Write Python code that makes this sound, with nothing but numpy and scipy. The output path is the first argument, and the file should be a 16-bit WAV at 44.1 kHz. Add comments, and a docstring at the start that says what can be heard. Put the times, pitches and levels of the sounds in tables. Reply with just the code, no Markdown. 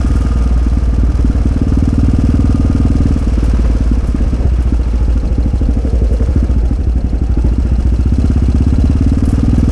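"""A four-stroke single dirt bike chugs along a gravel road at low revs, heard from on the rider.
Each firing booms as the silencer gas swings and, throttle open, barks in the pipe; off it, firing is uneven.
Noise shaped by the crank angle makes the exhaust rush, air box growl, machinery, cams and panel drone.
Gears whine as a modulated tone; impulses ring as valve ticks, chain slap and loose metal; short noise
bursts make the stones. Filtered noise makes the tyre and wind rumble; two limiters hold the peaks level."""
import sys
import numpy as np
from scipy import signal
from scipy.fft import rfft, irfft
from scipy.io import wavfile
from scipy.ndimage import uniform_filter1d, minimum_filter1d

SR = 44100
rng = np.random.default_rng(int(sys.argv[2]) if len(sys.argv) > 2 else 0)


def waveform_to_disk(signal):
    """Save audio, clipped to [-1, 1], as 16-bit WAV at the path in sys.argv[1]."""
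    frames = np.transpose(np.atleast_2d(signal))
    scaled = np.clip(frames, -1, 1) * 32767
    samples = np.round(scaled).astype(np.int16)
    wavfile.write(sys.argv[1], SR, samples)


N = 428211
TIME = np.arange(N) / SR
CRUISE_RATE = 19  # firings per second, one per engine cycle
# engine speed: (time [s], rate [firings per second])
ENGINE_SPEED = [(0.0, 19.22), (0.25, 19.75), (0.52, 19.42), (0.83, 18.92), (1.3, 19.09), (1.55, 18.74),
                (1.8, 19.28), (2.93, 19.7), (3.24, 18.71), (3.88, 18.3), (4.53, 14.94), (5.16, 13.29),
                (5.68, 13.05), (6.15, 10.41), (6.41, 15.31), (6.84, 11.98), (7.11, 11.32), (7.58, 15.02),
                (7.99, 14.49), (8.26, 17.43), (8.42, 15.91), (9.71, 20.82)]
# throttle, as the strength of the firings before the bark's own gain: (time [s], level [dB])
THROTTLE_LEVEL = [(0.0, -8), (0.55, -14.5), (1.35, -11.5), (1.8, -4), (2.35, -2.5), (3.05, -3.5),
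                  (3.25, -12.5), (3.9, -13.5), (5.05, -18.5), (5.55, -11), (6.02, -18), (6.38, -5.5),
                  (6.65, -15), (7.8, -11.5), (8.25, -3.5), (8.45, -5), (9.0, -2.5), (9.71, -2.5)]


def undb(db):
    """Decibels to gain."""
    return 10 ** (np.asarray(db) / 20)


def curves(table, at=TIME):
    """The columns of a table, joined by straight lines in time."""
    s, *columns = np.transpose(table)
    return [np.interp(at, s, column) for column in columns]


def unit(x):
    """Scale to rms 1."""
    return x / np.sqrt(np.mean(x ** 2))


def colour(x, spectrum):
    """Filter by (frequency [Hz], level [dB]) points; rms 1."""
    hz, db = np.transpose(spectrum)
    bins = np.maximum(np.arange(N // 2 + 1) * SR / N, 1)
    gain = undb(np.interp(np.log(bins), np.log(hz), db))
    return unit(irfft(rfft(x) * gain, N))


def band(x, lo_hz, hi_hz):
    """Keep one band."""
    return signal.sosfilt(signal.butter(3, [lo_hz, hi_hz], "bandpass", fs=SR, output="sos"), x)


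def walk(rate):
    """Slow chance with a spread near 1, from smoothed steps at a rate in Hz."""
    step = int(SR / rate)
    steps = np.repeat(rng.standard_normal(N // step + 1), step)
    return unit(uniform_filter1d(steps, step)[:N])


def clicks(times, sizes):
    """One impulse at each time."""
    places = np.clip(np.asarray(times) * SR, 0, N).astype(int)
    return np.bincount(places, sizes, N + 1)[:N]


def ring(x, modes):
    """Drive a set of damped modes."""
    t = TIME[:SR // 2]
    response = sum(undb(db) * np.exp(-np.pi * width * t) * np.sin(2 * np.pi * hz * t)
                   for hz, width, db in modes)
    return signal.fftconvolve(x, response)[:N]


def bursts(times, sizes, decay_s):
    """Noise that jumps up at each time and dies away."""
    envelope = signal.lfilter([1], [1, -np.exp(-1 / (decay_s * SR))], clicks(times, sizes))
    return envelope * rng.standard_normal(N)


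def add(out, start_s, sound):
    """Mix a sound in at a time."""
    i = min(max(int(start_s * SR), 0), N)
    out[i:i + len(sound)] += sound[:N - i]


def lobe(cycles, centre, width):
    """A smooth swell at one place in every engine cycle."""
    distance = (cycles - centre + .5) % 1 - .5
    return np.exp(-.5 * (distance / width) ** 2)


def tap(cycles, start, fade):
    """A sudden tap at one place in every engine cycle, dying away."""
    return np.exp(-((cycles - start) % 1) / fade)


def shake(cycles, repeat, size=1024):
    """Engine vibration: one share repeats with the crank angle, the rest is new in every cycle."""
    share = np.clip(repeat, 0, 1)
    pattern = np.interp(cycles % 1, np.linspace(0, 1, size), rng.standard_normal(size))
    return np.sqrt(share) * pattern + np.sqrt(1 - share) * rng.standard_normal(N)


def moments(cycles, place):
    """The times at which each engine cycle reaches one place."""
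    return np.interp(np.arange(int(cycles[-1])) + place, cycles, TIME)


def octaves(at=TIME):
    """Engine speed in octaves above cruising."""
    return np.log2(curves(ENGINE_SPEED, at)[0] / CRUISE_RATE)


def opening(strength_db, shut_db=-13, wide_db=0.0):
    """How far the throttle is open, 0-1."""
    return np.clip((strength_db - shut_db) / (wide_db - shut_db), 0, 1)


def boom(times, hz=55.28, shut_glide_hz=10, open_glide_hz=54, glide_s=0.018, rise_s=0.0021,
         shut_width=8.1, open_width=6.3, shut_db=-3.5, open_db=-4.5, scatter_db=3.0,
         jitter_s=0.00045, puff=0.45, puff_s=0.0038, lag_s=0.0014, choke_s=0.016):
    """A puff sets the silencer gas swinging; throttle open, it starts higher and sinks; the next puff chokes it."""
    # slow cycles take in more gas, so each boom is bigger; far more so with the throttle open
    boom_db_per_octave, lug_db_per_octave = -4, -9
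    out, t = np.zeros(N), TIME[:SR // 4]
    flows = opening(curves(THROTTLE_LEVEL, times)[0])
    charges_db = (boom_db_per_octave + flows * lug_db_per_octave) * octaves(times)
    periods = 1 / curves(ENGINE_SPEED, times)[0]
    luck = rng.standard_normal((len(times), 2))
    for s, period, flow, charge_db, (early, strong) in zip(times, periods, flows, charges_db, luck):
        uneven = 1 - flow  # a shut throttle burns less evenly
        glide_hz = shut_glide_hz + flow * (open_glide_hz - shut_glide_hz)
        turns = hz * t + glide_hz * glide_s * (1 - np.exp(-t / glide_s))
        width = shut_width + flow * (open_width - shut_width)
        level_db = shut_db + flow * (open_db - shut_db) + charge_db + scatter_db * uneven * strong
        size = undb(level_db)
        swing = (1 - np.exp(-t / rise_s)) * np.exp(-np.pi * width * t) * np.sin(2 * np.pi * turns)
        swing = swing * np.exp(-np.maximum(t - period, 0) / choke_s)
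        start = s + uneven * (lag_s - jitter_s * early)
        push = np.sin(np.pi * np.minimum(t / puff_s, 1)) ** 2
        add(out, start - puff_s, size * uneven * puff * push)
        add(out, start, -size * swing)
    return out


def firings(times, scatter_db=1.9, rebound=0.39):
    """Times and strengths of the barks: shut throttle scatters them more, and weak ones tend to precede strong."""
    # single firings that catch out of step: (time [s], level [dB])
    bangs = [(0.046, -6.5), (0.25, -9), (0.46, -10), (0.665, -7), (1.035, -11), (1.246, -1), (1.562, -6.5),
             (3.162, -6.5), (3.272, -7.5), (3.379, -7.5), (3.429, -7.5), (3.536, -9), (3.595, -9),
             (3.699, -10.5), (3.751, -12.5), (3.915, -5), (3.975, -11.5), (4.146, -5.5), (4.208, -8.5),
             (4.332, -10), (4.724, -5), (4.94, -15), (5.16, -12.5), (5.383, -13.5), (5.614, -10.5),
             (5.77, -10.5), (5.85, -10.5), (6.208, -12), (6.711, -7.5), (7.373, -6), (7.447, -8),
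             (7.583, -7)]
    times, strength_db = times.copy(), curves(THROTTLE_LEVEL, times)[0]
    luck = rng.standard_normal(len(times))
    swings = luck - rebound * np.roll(luck, 1)
    strength_db = strength_db + scatter_db * swings * (1.5 - opening(strength_db))
    for s, db in bangs:
        nearest = np.argmin(abs(times - s))
        times[nearest], strength_db[nearest] = s, db
    return times, strength_db


def bark(times, strength_db, push_s=0.0033, db=4):
    """The exhaust valve lets out a rounded push of gas that rings the pipe."""
    # exhaust pipe modes: (frequency [Hz], width [Hz], relative level [dB])
    pipe = [(125, 16, -21), (243.7, 32.3, -4.5), (273, 35.6, -2.5), (318, 49, -12.5), (463, 50, -15.5)]
    push = np.sin(np.pi * np.minimum(TIME[:SR // 100] / push_s, 1)) ** 2
    impulses = clicks(times - push_s / 2, undb(strength_db + db))
    pulses = signal.fftconvolve(impulses, push / push.sum())[:N]
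    return ring(pulses, pipe)


def rush(cycles, load, db=-31.5, load_db=5.0):
    """Spent gas tumbles out of the pipe: low noise that swells and fades once a cycle, louder under load."""
    eddies = shake(cycles, repeat=0.6)
    gusts = band(eddies, 145.6, 330) * lobe(cycles, centre=0.23, width=0.2)
    return unit(gusts) * undb(db + load_db * load)


def growl(cycles, revs, load, db=-41.0, db_per_octave=9, load_db=4.5):
    """The air box growls twice in every cycle, most when the engine pulls at speed."""
    # resonances of the air box: (frequency [Hz], width [Hz], relative level [dB])
    airbox = [(502, 66, 3.5), (630, 84, 3.5), (711, 80, 2)]
    gulps = lobe(cycles, centre=0.27, width=0.052) + 0.73 * lobe(cycles, centre=0.622, width=0.064)
    air = band(shake(cycles, repeat=0.26) * gulps, 416, 864)
    return unit(ring(air, airbox)) * undb(db + db_per_octave * revs + load_db * load)


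def machinery(cycles, case_db, hiss_db, barrel_db):
    """The piston slaps the barrel after each firing; the valve gear hisses twice a cycle."""
    # spectrum of the engine cases: (frequency [Hz], relative level [dB])
    case_spectrum = [(500, -6.5), (900, -2.5), (1100, -2), (1220, -3.5), (1310, 0.5), (1400, -12.5),
                     (1520, -5), (1660, -5.5), (1900, -12.5), (2250, -8), (2700, -13.5), (3300, -18),
                     (3700, -18), (6000, -20), (12000, -82)]
    # spectrum of the hiss as recorded, with the recorder's step down above 11 kHz:
    # (frequency [Hz], relative level [dB])
    hiss_spectrum = [(1500, -18), (3350, 2), (3750, -12), (4100, -3), (4600, -1.5), (5150, 3), (6400, -0.5),
                     (7300, -4.5), (7900, -2.5), (8600, -4), (10300, -6), (11200, -14.5), (12000, -27.5),
                     (13600, -14.5), (15000, -38)]
    # ring of the cylinder barrel: (frequency [Hz], width [Hz], relative level [dB])
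    barrel_modes = [(1247, 28, 4.5), (1399, 50, 9.5), (1550, 72, 1.5), (1663, 85, 2)]
    exhaust, intake = tap(cycles, start=0.25, fade=0.11), tap(cycles, start=0.63, fade=0.025)
    slap, chain = lobe(cycles, centre=0.19, width=0.083), lobe(cycles, centre=0.65, width=0.069)
    gritty = rng.standard_normal(N) * undb(1.9 * walk(700) + 1.0 * walk(25))
    hiss = colour(gritty * (0.63 + 1.23 * exhaust + 0.49 * intake + 0.49 * chain), hiss_spectrum)
    case_shake = shake(cycles, repeat=0.067) * (1 + 0.075 * slap)
    cases = colour(case_shake * undb(1.17 * walk(90)), case_spectrum)
    barrel = unit(ring(shake(cycles, repeat=0.051) * (0.17 + slap + 0.47 * chain), barrel_modes))
    clatter = (cases + barrel * undb(barrel_db)) * undb(case_db)
    return hiss * undb(hiss_db) + clatter


def valves(cycles, revs, tick_db, scatter_db=2.5, jitter_s=0.0003):
    """The intake valve seats and rebounds, ringing the head; engine speed shifts the balance of its modes."""
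    # ring of the head: (frequency [Hz], width [Hz], relative level [dB], change with speed [dB per octave])
    head = [(4023, 38, 3, 3.5), (4290, 63, 1, -8), (4385, 65, -3.5, -6.5), (4600, 120, -8, -6),
            (5060, 42, 0.5, 8)]
    # ticks of the intake valve: (place in the cycle [0-1], relative level [dB])
    tick_places = [(0.555, 3.5), (0.6, 0), (0.68, -5.5)]
    times = np.concatenate([moments(cycles, place) for place, db in tick_places])
    luck, late = rng.standard_normal((len(times), 2)).T
    levels_db = np.repeat([db for place, db in tick_places], int(cycles[-1]))
    ticks = clicks(times + jitter_s * late, undb(levels_db + scatter_db * luck))
    rung = sum(ring(ticks, [mode]) * undb(db_per_octave * revs) for *mode, db_per_octave in head)
    return unit(rung) * undb(tick_db)


def cams(cycles, cover_db):
    """The two cam lobes rub their rockers in turn and make the valve cover sing."""
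    # ring of the valve cover: (frequency [Hz], width [Hz], relative level [dB])
    cover = [(2610, 39, 0), (2780, 35, -1.5), (2840, 34, -1.5), (5400, 98, -7), (6750, 93, -0.5),
             (7930, 110, 1)]
    lift = 0.59 + lobe(cycles, centre=0.27, width=0.066) + 0.8 * lobe(cycles, centre=0.71, width=0.047)
    rubbing = shake(cycles, repeat=0.25)
    return unit(ring(rubbing * lift, cover)) * undb(cover_db)


def gears(cycles, load, teeth=62, db=-60.5, ring_db=-48.0, load_db=0.0, flutter_db=1.1):
    """Meshing teeth, loaded twice a cycle, whine, and the case sings along when they near its modes."""
    # modes of the gear case: (frequency [Hz], width [Hz], relative level [dB])
    gear_case = [(846, 94, 0), (1226, 46, -2.5)]
    # the crank speeds up and slows within each cycle, and wanders a little
    turn = cycles + 0.012 * np.sin(2 * np.pi * cycles) / (2 * np.pi) + 0.0009 * walk(30)
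    pressure = 0.35 + lobe(cycles, centre=0.19, width=0.094) + lobe(cycles, centre=0.83, width=0.17)
    flutter = undb(flutter_db * walk(20) + 1.0 * walk(4.2))
    mesh = unit(np.sin(2 * np.pi * teeth * turn) * pressure * flutter)
    return mesh * undb(db) + unit(ring(mesh, gear_case)) * undb(ring_db + load_db * load)


def chain_slap(middle_s=6.08, half_s=0.42, db=-38.5, scatter_db=1.2):
    """For one stretch the slack chain drums on its guide at a slowly rising rate, swelling and fading."""
    # modes of the chain guide: (frequency [Hz], width [Hz], relative level [dB])
    guide = [(452, 19, 3), (530, 41, 1), (590, 46, -16)]
    middle_rate, rise_per_s = 41.3, 2.2  # knocks per second at the middle, and how fast that rises
    rate = middle_rate + rise_per_s * (TIME - middle_s) + 0.15 * walk(10)
    times = moments(np.cumsum(rate) / SR, 0)
    hits = clicks(times, undb(scatter_db * rng.standard_normal(len(times))))
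    knocks = ring(band(hits, 340, 1100), guide)
    return unit(knocks) * np.exp(-((TIME - middle_s) / half_s) ** 2) * undb(db)


def drone(cycles):
    """The engine shakes the panels, swelling twice a cycle: just after the firing and a third of a cycle on."""
    # modes of the tank and side panels: (frequency [Hz], width [Hz], relative level [dB])
    panels = [(463, 49, 9.5), (508, 34, -1)]
    # course of the drone, before a fixed trim: (time [s], level [dB])
    drone_level = [(0.0, -32), (1.1, -34.5), (1.6, -29), (3.0, -28), (4.6, -36), (5.6, -32.5), (6.15, -29),
                   (6.5, -31), (6.75, -49), (7.8, -48), (8.7, -48), (9.3, -27), (9.71, -28.5)]
    jolts = 0.59 + lobe(cycles, centre=0.027, width=0.07) + 0.7 * lobe(cycles, centre=0.33, width=0.055)
    vibration = shake(cycles, repeat=0.7)
    hum = unit(ring(band(vibration * jolts, 377, 770), panels))
    return hum * undb(curves(drone_level)[0] - 3.5)


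def rattles():
    """Jolts make loose metal chatter and ring; stones knock on the frame as short bursts of noise."""
    # jolts: (time [s], relative level [dB], ring relative to that [dB])
    jolts = [(0.0717, -43, -18), (0.158, -40, -21), (0.2079, -45, -14), (3.1887, -43, -19),
             (3.4386, -40, -21), (4.071, -40, -19), (4.6214, -42, -21), (6.1275, -43, -26),
             (9.2549, -41, -8), (9.289, -37, -15), (9.3144, -45, -10), (9.5786, -42, -15)]
    # modes of the loose metal: (frequency [Hz], width [Hz], relative level [dB])
    metal_modes = [(9947, 22, 0), (10334, 24, -2), (13667, 30, -14), (14052, 26, -15)]
    # stones: (time [s], relative level [dB], decay [s])
    stones = [(1.064, -25, .004), (3.063, -23, .004), (3.645, -26, .02), (4.186, -25, .005),
              (5.873, -25, .005), (6.125, -33, .03), (6.197, -27, .004), (6.221, -23.5, .007),
              (6.272, -29, .008), (6.392, -32, .03)]
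    s, db, ring_db = np.transpose(jolts)
    bright = signal.butter(2, [5500, 10500], "bandpass", fs=SR, output="sos")
    chatter = signal.sosfilt(bright, bursts(s, undb(db + 5.5), decay_s=0.019))
    metal = ring(clicks(s, undb(db + ring_db + 11.5)), metal_modes)
    grit = sum(bursts([at], undb([stone_db + 6]), decay_s) for at, stone_db, decay_s in stones)
    knocks = band(grit, 600, 1900)
    return chatter + metal + knocks


def road(road_db):
    """Tyres rumble over gravel, with wind buffeting underneath: one coloured noise of wavering level."""
    # spectrum of the rumble: (frequency [Hz], relative level [dB])
    road_spectrum = [(20, 2), (42, 11), (100, 3), (150, -5), (290, -8), (385, -16.5), (470, -13.5),
                     (620, -18.5), (800, -22), (1100, -38.5), (2000, -37), (5000, -71), (15000, -87)]
    return colour(rng.standard_normal(N) * undb(2.06 * walk(30)), road_spectrum) * undb(road_db)


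def swells():
    """Level changes in dB, rounded in time, where the clatter, hiss and barrel ring swell or sink."""
    # swells and sinks: (middle [s], half length [s], clatter [dB], hiss [dB], ring of the barrel [dB])
    changes = [(0.143, 0.39, 1.5, 2, 4), (3.503, 0.25, 4.5, 2.5, -6), (4.7, 0.87, 3.5, 1, -3),
               (6.085, 0.3, 4.5, 4.5, -6.5), (6.38, 0.09, -0.5, -2, 4.5)]
    return sum(np.outer(change_db, np.exp(-((TIME - s) / half_s) ** 2))
               for s, half_s, *change_db in changes)


def scene():
    """The crank's turning times the engine's sounds; speed, throttle and set swells move many of the levels."""
    # valve gear: (time [s], level of the ticks [dB], level of the cover's ring [dB])
    valve_gear = [(0.0, -62, -49.5), (1.2, -58, -54), (2.2, -57, -48.5), (3.2, -54, -49.5), (3.8, -60, -53),
                  (4.4, -59, -51), (5.1, -55, -52), (7.0, -56.5, -54.5), (7.8, -54, -51), (8.6, -51, -47.5),
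                  (9.71, -57, -51)]
    # levels at cruising speed (dB), their rise with engine speed (dB per octave) and at full throttle (dB)
    road_db, road_db_per_octave = -18.5, 1.0
    cases_db, cases_db_per_octave, cases_load_db = -39.5, 8.5, 1.3
    valves_db, valves_db_per_octave, valves_load_db = -46.5, 7.5, 2.5
    cycles = np.cumsum(curves(ENGINE_SPEED)[0]) / SR
    strokes = np.interp(np.arange(1, int(cycles[-1]) + 1), cycles, TIME)
    revs, load = octaves(), opening(curves(THROTTLE_LEVEL)[0])
    swell_case_db, swell_hiss_db, swell_ring_db = swells()
    case_db = cases_db + cases_db_per_octave * revs + cases_load_db * load + swell_case_db
    hiss_db = valves_db + valves_db_per_octave * revs + valves_load_db * load + swell_hiss_db
    tick_db, cover_db = curves(valve_gear)
    exhaust = boom(np.append(0, strokes)) + bark(*firings(strokes)) + rush(cycles, load)
    intake = growl(cycles, revs, load)
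    metalwork = machinery(cycles, case_db, hiss_db, barrel_db=swell_ring_db - 4)
    metalwork += valves(cycles, revs, tick_db) + cams(cycles, cover_db)
    metalwork += gears(cycles, load) + chain_slap()
    tyres = road(road_db + road_db_per_octave * revs)
    return (exhaust + intake + metalwork + drone(cycles) + rattles() + tyres)[None]


def limit(x, ceiling, hold_s):
    """Turn the gain down around each peak over the ceiling."""
    hold = int(hold_s * SR)
    gain = ceiling / np.maximum(abs(x), ceiling)
    return x * uniform_filter1d(minimum_filter1d(gain, hold), hold)


def record(dry):
    """One limiter holds the bass, another the whole; the microphone dulls the highest treble and the top is cut."""
    bass = signal.sosfiltfilt(signal.butter(3, 110, fs=SR, output="sos"), dry)
    bass_held = dry - bass + limit(bass, ceiling=0.52, hold_s=0.016)
    held = limit(bass_held, ceiling=0.9, hold_s=0.008)
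    dulled = signal.sosfilt(signal.butter(2, [4, 13000], "bandpass", fs=SR, output="sos"), held)
    top_hz = 15300
    return signal.sosfilt(signal.ellip(8, .2, 70, top_hz, fs=SR, output="sos"), dulled)


dry = scene()
out = record(dry)
waveform_to_disk(out)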